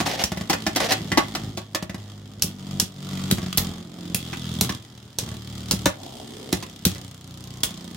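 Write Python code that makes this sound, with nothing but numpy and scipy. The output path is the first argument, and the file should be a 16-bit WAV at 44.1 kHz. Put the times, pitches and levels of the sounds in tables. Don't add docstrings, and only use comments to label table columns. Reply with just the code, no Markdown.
import sys
import numpy as np
from scipy import signal
from scipy.fft import rfft, irfft
from scipy.io import wavfile
from scipy.ndimage import uniform_filter1d

SR = 44100
rng = np.random.default_rng(int(sys.argv[2]) if len(sys.argv) > 2 else 0)


def digitize_waveform(pressure):
    field = np.atleast_2d(pressure).T
    bounded = np.clip(field, -1, 1)
    quanta = np.round(bounded * 32767).astype(np.int16)
    wavfile.write(sys.argv[1], SR, quanta)


N = 351036
AGE = np.arange(SR // 4) / SR

# start t/s, floor panel f/Hz, unevenness/dB, second scrape half a turn later/0-1, edge click over scrape/dB,
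# climb/s, scrape on leaving/dB, at the turning point/dB, on return/dB, throb over scrape/dB, roll over scrape/dB
WOBBLES = [(0.0, 193, 4, 0, -13, 0.27, -36, -48.5, -43, 0, -0.5),
           (0.96, 139.5, 6, 0.85, -9, 0.52, -45, -46, -60.5, 8.5, 2.5),
           (1.98, 113, 4.5, 0.3, -22, 0.14, -50.5, -52, -54, 7.5, 1.5),
           (2.46, 170.5, 4, 1, -21, 0.11, -46.5, -54, -45.5, 8.5, 0.5),
           (2.815, 172, 3, 0, -20, 0.12, -49, -51.5, -37.5, 3.5, -2.5),
           (3.33, 171, 7, 0, -18, 0.1, -41, -41.5, -42, 2, -9),
           (3.601, 167, 4, 0, -5, .3, -37, -52, -44, 5.5, 1.5),
           (4.155, 151, 2.5, 0.63, 4, 0.24, -44, -42.5, -40, 6, -3.5),
           (4.622, 130, 6.5, 0.17, 2, 0.19, -33.5, -50.5, -52, 0.5, -4),
           (5.210, 118, 2, .02, 3, .22, -40, -46.5, -41, 3, -3.5),
           (5.88, 225, 2, 0.64, -33, 0.16, -54.5, -43.5, -45, -12, -1),
           (6.540, 176, 4, 0, 4, 0.27, -43, -48, -46, -2, -3),
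           (6.884, 126, 0.7, 0, 10.5, 0.31, -39.5, -51.5, -45.5, 1.5, -3.5),
           (7.639, 179, 2, 0.05, 6.5, 0.054, -50, -41.5, -44.5, 0, -1.5)]
# t/s, spin/turns per s
SPIN_SPEED = [(.5, 54.6), (2.22, 50.6), (2.64, 48.1), (3.07, 47.3), (3.88, 44.1), (4.39, 41.6),
              (4.92, 39.4), (5.55, 37.8), (6.21, 32.8), (7.26, 30.5), (7.8, 29.3)]
# t/s, level/dB, treble/dB, pitch of the wall there f/Hz, jolt of the floor/dB
WALL_KNOCKS = [(0.002, -13.5, -8, 726, -18.5), (0.064, -17, -14, 720, -21), (0.497, -10, -8, 800, -20),
               (0.53, -14, -5, 600, -21), (0.665, -11, -6.5, 670, -15.5), (0.76, -10.5, -3.5, 720, -36),
               (0.802, -13.5, -11.5, 563, -20), (0.919, -9.5, -0.5, 714, -28),
               (1.117, -14, -11.5, 2050, -13), (1.1735, -4.5, -15, 824, -37), (1.178, -10.5, -13, 366, -26),
               (1.35, -17, -6.5, 680, -26), (1.573, -21, -7.5, 654, -25.5),
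               (1.7474, -13.5, -5.5, 630, -28.5), (4.3296, -23, -14.5, 2520, -39),
               (4.692, -18.5, -4.5, 1060, -16.5), (5.684, -32, 8, 3500, -31), (5.858, -9, -16, 574, -28),
               (6.526, -18, -12, 700, -24), (6.625, -26, -6, 1070, -29), (6.956, -32.5, -9, 580, -27)]
# t/s, level/dB, top octave/dB, left minus right/dB,
# strongest ring f/Hz, plastic body/dB, hop/s, landing/dB, panel landed on f/Hz
RING_CLASHES = [(0.2377, -8, -27, -0.5, 5450, -33, 0.0054, -20, 190),
                (2.4214, -5.5, -12.5, 0, 5700, -49, 0.021, -15.5, 179),
                (2.7984, -5.5, -18, 0.5, 5570, -45, 0.026, -15, 200),
                (3.3114, -7, -13, 0, 3900, -23, 0.011, -5, 198),
                (3.5734, -5, 9, -1, 4800, -17, 0.0092, -64, 119),
                (3.5799, -8, -24, 0.5, 4360, -25, 0.11, -18, 208),
                (4.1456, -8, -6, -1, 2700, -38, 0.00095, -16.5, 185),
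                (4.6101, -5.5, -9, 0.5, 4200, -19, 0.0052, -9.5, 176),
                (5.1858, -11.5, -28, -0.5, 5800, -39, 0.043, -18, 118),
                (5.7104, -6, -14, -0.5, 4800, -26, .024, -11, 190),
                (5.857, -9.5, -26, 1.5, 3647, -39, 0.0055, -8, 317),
                (6.5267, -12.5, -26, -2.5, 4100, -42, 0.0025, -7.5, 295),
                (6.8517, -5, -12, 2.5, 4340, -29, .012, -5, 192),
                (7.633, -6.5, -10, 0, 3500, -32, .004, -51, 173)]


def undb(db):
    return 10 ** (np.asarray(db) / 20)


def unit(x):
    return x / np.sqrt(np.mean(x ** 2))


def peak(x):
    power = np.mean(np.atleast_2d(x) ** 2, axis=0)
    return x / np.sqrt(uniform_filter1d(power, size=132).max())


def fade(t60):
    return np.exp(-np.log(1000) * AGE / t60)


def add(track, s, sound):
    i = max(int(s * SR), 0)
    part = track[..., i:i + sound.shape[-1]]
    part += sound[..., :part.shape[-1]]


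def through(x, response):
    return signal.fftconvolve(np.atleast_2d(x), np.atleast_2d(response), axes=-1)[:, :x.shape[-1]]


def colour(x, points, size=2048):
    hz, db = np.transpose(points)
    bins = np.maximum(np.arange(size // 2 + 1) * SR / size, 1)
    gain = undb(np.interp(np.log(bins), np.log(hz), db))
    cepstrum = irfft(np.log(gain))
    cepstrum[1:size // 2] *= 2
    cepstrum[size // 2 + 1:] = 0
    return through(x, irfft(np.exp(rfft(cepstrum))))


def resonate(x, hz, width):
    return signal.lfilter(*signal.iirpeak(hz, hz / width, fs=SR), x)


def ports(x, pan_db):
    lag = rng.integers(0, 4)
    right = np.pad(x[1], (lag, 0))[:x.shape[1]]
    return np.array([x[0], right]) * undb(np.array([[pan_db], [-pan_db]]) / 2)


def pair(n, apart):
    return (rng.standard_normal(n) + apart * rng.standard_normal((2, n))) / np.hypot(1, apart)


def ring(modes, scatter_db, detune):
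    chance = rng.standard_normal((len(modes), 2))
    total = 0
    for (hz, db, t60), (level_chance, pitch_chance) in zip(modes, chance):
        tone = np.sin(2 * np.pi * hz * (1 + detune * pitch_chance) * AGE)
        total = total + undb(db + scatter_db * level_chance) * fade(t60) * tone
    return total


def thump(hz, t60, push_s):
    # f/Hz, level/dB, 60 dB decay/s
    floor_modes = [(80, -18, 0.15), (104, -24.5, 0.57), (187.6, -8.5, 0.13), (237.6, -33.5, 0.2),
                   (349.7, -19.5, 0.14)]
    panel = fade(t60) * np.sin(2 * np.pi * hz * AGE)
    push = np.sin(np.pi * np.minimum(AGE / push_s, 1)) ** 2
    bend = through(panel + ring(floor_modes, scatter_db=-1, detune=0.017), push)
    return peak(signal.sosfilt(signal.butter(3, 75, "high", fs=SR, output="sos"), bend))


def room_air():
    # f/Hz, gain/dB
    air_colour = [(25, 9), (55, -32), (120, 8.5), (300, -6), (1000, -13), (4000, -30), (16000, -51)]
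    return unit(colour(pair(N, apart=0.09), air_colour)) * undb(-51)


def turns(start, end, hz, slowing):
    age = np.arange(0, end - start, 1 / hz)
    return start + age + slowing * age * (age - (end - start)) / 2


def wobble_ends():
    return [row[0] for row in WOBBLES[1:]] + [N / SR]


def travel(t):
    climb_bend, return_bend = 1.2, 3.2
    downhill_db = 2.5
    levels = np.zeros((3, N))
    for row, end in zip(WOBBLES, wobble_ends()):
        start, *_, climb_s, leave_db, turn_db, return_db, throb_db, roll_db = row
        climb = np.clip((t - start) / climb_s, 0, 1) ** climb_bend
        return_s = max(end - start - climb_s, 1 / SR)
        back = 1 - np.clip((end - t) / return_s, 0, 1) ** return_bend
        db = leave_db + (turn_db - leave_db) * climb + (return_db - turn_db) * back
        levels = np.where(t >= start, [db + throb_db + downhill_db * back, db, db + roll_db], levels)
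    return uniform_filter1d(levels, size=SR // 50)


def other_top(t):
    spin_hz = 1.27 * np.interp(t, *np.transpose(SPIN_SPEED))
    phase = np.cumsum(spin_hz) / SR % 1
    return np.exp(-phase / 0.19)


def rubs(friction, t):
    # t/s, length/s, f/Hz, width/Hz, level/dB
    patches = [(2.988, 0.45, 1415, 200, -51), (2.975, .42, 2240, 1110, -56),
               (3.957, 0.88, 3500, 940, -50.5), (5.887, 0.46, 680, 375, -38.5),
               (5.975, 0.84, 387, 148, -40), (6.0, 0.66, 7905, 3496, -58), (7.318, 0.59, 1080, 79.6, -48)]
    out = np.zeros((2, N))
    for s, length, hz, width, db in patches:
        swell = np.sin(np.pi * np.clip((t - s) / length, 0, 1))
        song = resonate(resonate(friction, hz, width), hz, width)
        out += unit(song) * swell * undb(db - 5.0)
    return out


def tips():
    # f/Hz, gain/dB
    scrape_colour = [(710, -20), (1200, -0.5), (1370, -1.5), (1610, -9.5), (2020, -4.5), (2480, -10),
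                     (3510, -3), (5300, -1.5), (5780, -7.5), (6440, -4), (11300, -17), (14800, -15),
                     (16000, -19)]
    roll_colour = [(24, -36), (40, -9), (65, -22.5), (102, -5.5), (157, -2.5), (174, -21), (222, -4),
                   (264, -4.5), (373, -13.5), (545, -21), (732, -19.5), (999, -28.5), (2500, -40),
                   (3250, -74), (5500, -120)]
    edge_colour = [(1500, -55), (3500, 6), (7000, 7), (15000, -3)]
    t = np.arange(N) / SR
    throb_db, scrape_db, roll_db = travel(t)
    throb, ticks, bumps, edge = np.zeros((1, N)), np.zeros(N), np.zeros(N), np.zeros(N)
    for row, end in zip(WOBBLES, wobble_ends()):
        start, panel_hz, uneven_db, second, edge_db, *_ = row
        spin_hz = np.interp((start + end) / 2, *np.transpose(SPIN_SPEED))
        press = thump(panel_hz, t60=0.074, push_s=0.0018)
        press = press / np.sqrt(np.sum(press ** 2) * spin_hz / SR)
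        track = rng.standard_normal(int(SR / spin_hz))
        for turn in turns(start, end, spin_hz, slowing=.02):
            force, grit, slip, later = rng.standard_normal(4)
            track = unit(track + 0.65 * rng.standard_normal(len(track)))
            add(throb, turn + .00006 * uneven_db * slip, press * undb(.55 * uneven_db * force))
            add(bumps, turn + .00004 * uneven_db * slip, track)
            add(ticks, turn + .0004 * grit, fade(.022) * undb((1 + uneven_db / 2) * grit))
            add(edge, turn, fade(0.0065) * undb(edge_db + uneven_db * grit))
            add(ticks, turn + .5 / spin_hz, second * fade(0.022) * undb(4.0 * later))
    grains = (rng.random(N) < 260 / SR) * rng.exponential(size=N)
    grains = uniform_filter1d(grains, size=40) * 40
    pressure = ticks + 0.41 * other_top(t) + 0.076 * grains + 0.17
    friction = (pair(N, apart=4.6) + 0.54 * bumps) * pressure
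    body = unit(resonate(friction, 3327, width=460))
    scrape = unit(unit(colour(friction, scrape_colour)) + undb(-5.5) * body)
    clicks = unit(colour(edge * pair(N, apart=0.96), edge_colour))
    scrape = scrape + undb(-14) * clicks
    rough_floor = bumps + 0.91 * pair(N, apart=0.057)
    roll = unit(colour(rough_floor * (1 + ticks), roll_colour))
    out = throb * undb(throb_db + 2.0) + scrape * undb(scrape_db) + roll * undb(roll_db + 4.5)
    return out + rubs(friction, t)


REBOUND_S = .006


def knock(db, treble_db, hz):
    # f/Hz, level/dB, 60 dB decay/s
    wall_modes = [(271, -1, 0.074), (367.6, 6, 0.26), (535, -15, 0.12), (602, 7.5, 0.13), (662, -55, 0.06),
                  (796, -2.5, 0.14), (830, -4.5, 0.22), (1050, -44, 0.095), (1127, 10, 0.079),
                  (1408, 2.5, 0.13), (1770, 10, 0.071), (2040, 15, 0.031)]
    # f/Hz, gain/dB
    slap_colour = [(100, -19.5), (320, 7), (450, -9), (750, -4), (1300, -7), (2000, -4.5), (3400, -6.5),
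                   (5500, -6.5), (8000, -13.5), (16000, -21.5)]
    hard_thinning = 0.13
    usual_db, usual_treble_db = np.mean(WALL_KNOCKS, axis=0)[1:3]
    contact = pair(len(AGE), apart=0.58) * np.minimum(AGE / 0.00081, 1)
    slap = peak(colour(contact * fade(0.057), slap_colour))
    wall = peak(through(contact * fade(0.014), ring(wall_modes, scatter_db=-2.5, detune=0.0018)))
    patch = peak(resonate(contact * fade(0.069), hz, width=0.1 * hz))
    bass_tilt = -hard_thinning * (db - usual_db)
    treble_tilt = 0.98 * (treble_db - usual_treble_db)
    tilt = [(200, bass_tilt), (330, 0), (1200, 0), (4500, treble_tilt)]
    hit = colour(slap + undb(-10.5) * wall + undb(-9) * patch, tilt)
    return ports(peak(hit), pan_db=-0.5) * undb(db - 4.5)


def knocks():
    rebound_db = -7
    out = np.zeros((2, N))
    for s, db, treble_db, hz, _ in WALL_KNOCKS:
        add(out, s, knock(db, treble_db, hz))
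        add(out, s + REBOUND_S, knock(db + rebound_db, treble_db, hz))
    return out


def landing(db, hz):
    return thump(hz, t60=0.024, push_s=0.0017) * undb(db - 6.0)


def landings():
    jolt_hz = 180
    out = np.zeros((2, N))
    for s, *_, hop_s, db, hz in RING_CLASHES:
        add(out, s + hop_s, landing(db, hz))
    for s, *_, db in WALL_KNOCKS:
        add(out, s + REBOUND_S, landing(db, jolt_hz))
    return out


def rail():
    # t/s, length/s, first level/dB, last level/dB, teeth per s
    rail_rides = [(0.06, 0.1, -23, -28.5, 890), (0.176, 0.054, -30.5, -19.5, 680),
                  (0.505, 0.035, -30, -26, 590), (0.756, 0.029, -31, -22, 580),
                  (0.799, 0.074, -26, -22, 460), (0.888, .016, -23, -22, 700),
                  (0.907, .033, -16, -23.5, 850), (1.187, .075, -37, -46, 330)]
    # f/Hz, gain/dB
    buzz_colour = [(120, -28), (200, -3), (249, -14), (347, 0.5), (409, -3.5), (519, 1.5), (735, -0.5),
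                   (916, -13), (3430, -7), (5630, -10), (8270, -21.5), (14600, -25), (16000, -30)]
    teeth = np.zeros((2, N))
    for s, length, first_db, last_db, hz in rail_rides:
        n = int(length * SR)
        rate = hz * (1 + .08 * np.repeat(rng.standard_normal(n), 64)[:n])
        tooth, phase = np.divmod(np.cumsum(rate) / SR, 1)
        tooth_gain = undb(0.77 * rng.standard_normal(n))
        grip = np.exp(-phase / 0.38) * tooth_gain[tooth.astype(int)]
        bumping = np.interp(np.arange(n) / SR, np.arange(50) * .006, 2.5 * rng.standard_normal(50))
        strikes = np.diff(grip, prepend=0) * 1.8 + grip * pair(n, apart=0.85)
        add(teeth, s, unit(strikes * undb(bumping)) * undb(np.linspace(first_db, last_db, n)))
    wall = undb(-8) * unit(resonate(teeth, 770, width=120))
    high_wall = undb(-14.5) * unit(resonate(teeth, 1910, width=320))
    buzz = unit(colour(teeth, buzz_colour)) + wall + high_wall
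    return unit(buzz) * teeth.std() * undb(-2.0)


def clashes():
    # f/Hz, level/dB, 60 dB decay/s
    metal_modes = [(3180, -17, 0.38), (3430, -2, 0.19), (3940, 11, 0.11), (4660, -6, 0.18),
                   (5400, -4, 0.047), (5900, -19, 0.032), (7060, -25, 0.067), (7190, 13, 0.1),
                   (10500, -4, .05), (11200, -15, .05), (14300, 15, 0.031)]
    # f/Hz, gain/dB
    crack_colour = [(200, 3.5), (600, -6), (1600, -11), (2100, -10.5), (2800, -5.5), (4200, -2.5),
                    (5600, 0.5), (7300, -2), (8200, -3.5), (12000, -3.5), (13500, -6.5), (15000, -11),
                    (16000, -4.5)]
    recatch_s, recatch_share = .0026, 0.52
    out = np.zeros((2, N))
    usual_top_db = np.mean([row[2] - row[1] for row in RING_CLASHES])
    usual_body_db = np.mean([row[5] - row[1] for row in RING_CLASHES])
    for s, db, top_db, pan_db, hz, body_db, *_ in RING_CLASHES:
        contact = pair(len(AGE), apart=.55) * np.minimum(AGE / .0007, 1)
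        grain_times = AGE[::90]
        grain_levels = rng.standard_normal(len(grain_times))
        rattle = undb(3 * np.interp(AGE, grain_times, grain_levels))
        next_blade = np.interp(AGE - recatch_s, AGE, fade(0.0058), left=0)
        blades = fade(0.0085) + recatch_share * next_blade
        crack = peak(colour(contact * (blades + 0.22 * rattle * fade(0.14)), crack_colour))
        metal = peak(np.array([ring(metal_modes, scatter_db=2, detune=.01) for _ in range(2)]))
        main = peak(resonate(contact * fade(0.019), hz, width=340))
        body_tilt = 0.28 * (body_db - db - usual_body_db)
        top_tilt = 0.5 * (top_db - db - usual_top_db)
        tilt = [(1500, body_tilt), (3500, 0), (6000, 0), (12000, top_tilt)]
        hit = peak(colour(crack + undb(-18) * metal + undb(-9.5) * main, tilt))
        add(out, s, ports(hit, pan_db) * undb(db - 4.0))
    return out


def skips():
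    # t/s, first hop/s, tap of the rim/dB, thud of the tip/dB
    skip_starts = [(0.318, .054, -20.5, -14), (1.006, 0.044, -37, -21), (1.825, .07, -24, -17.5),
                   (3.382, 0.047, -25.5, -15.5), (5.276, .041, -33.5, -23.5)]
    hop_share, hop_loss_db = .7, 2
    treble_db, wall_hz, panel_hz = -9.5, 632, 172
    out = np.zeros((2, N))
    for s, hop_s, tap_db, thud_db in skip_starts:
        for k in range(3):
            tap = knock(tap_db - k * hop_loss_db, treble_db, wall_hz)
            thud = landing(thud_db - k * hop_loss_db, panel_hz)
            add(out, s, tap + thud)
            s = s + hop_s * hop_share ** k
    return out


def room(x, t60_low, t60_high, wet_db):
    noise = rng.standard_normal((2, len(AGE)))
    low = colour(noise, [(150, -13), (500, 4), (3500, 5.0), (9000, -20.0)]) * fade(t60_low)
    high = colour(noise[::-1], [(200, -60), (2500, -5.5), (7000, 4.5), (16000, -0.5)]) * fade(t60_high)
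    tail = (low + high) * np.clip(AGE / 0.0045 - .5, 0, 1)
    return x + undb(wet_db) * through(x, unit(tail) / np.sqrt(len(AGE)))


def scene():
    bowl = clashes() + knocks() + skips() + landings() + rail() + tips()
    return room(bowl, t60_low=0.21, t60_high=0.13, wet_db=-8.5) + room_air()


def record(dry):
    # f/Hz, left minus right/dB
    port_colour = [(200, 0), (380, -1.5), (700, 3.5), (1300, 0), (4400, -2), (8100, 0), (15000, -3.5)]
    sides = []
    for x, side in zip(dry, (1, -1)):
        sides.append(colour(x, [(hz, side * db / 2) for hz, db in port_colour])[0])
    bass_cut = signal.butter(4, 45, "high", fs=SR, output="sos")
    top_cut = signal.ellip(10, .2, 80, 15900, fs=SR, output="sos")
    both = signal.sosfilt(bass_cut, np.array(sides))
    return signal.sosfilt(top_cut, np.clip(both, -1, 1))


dry = scene()
out = record(dry)
digitize_waveform(out)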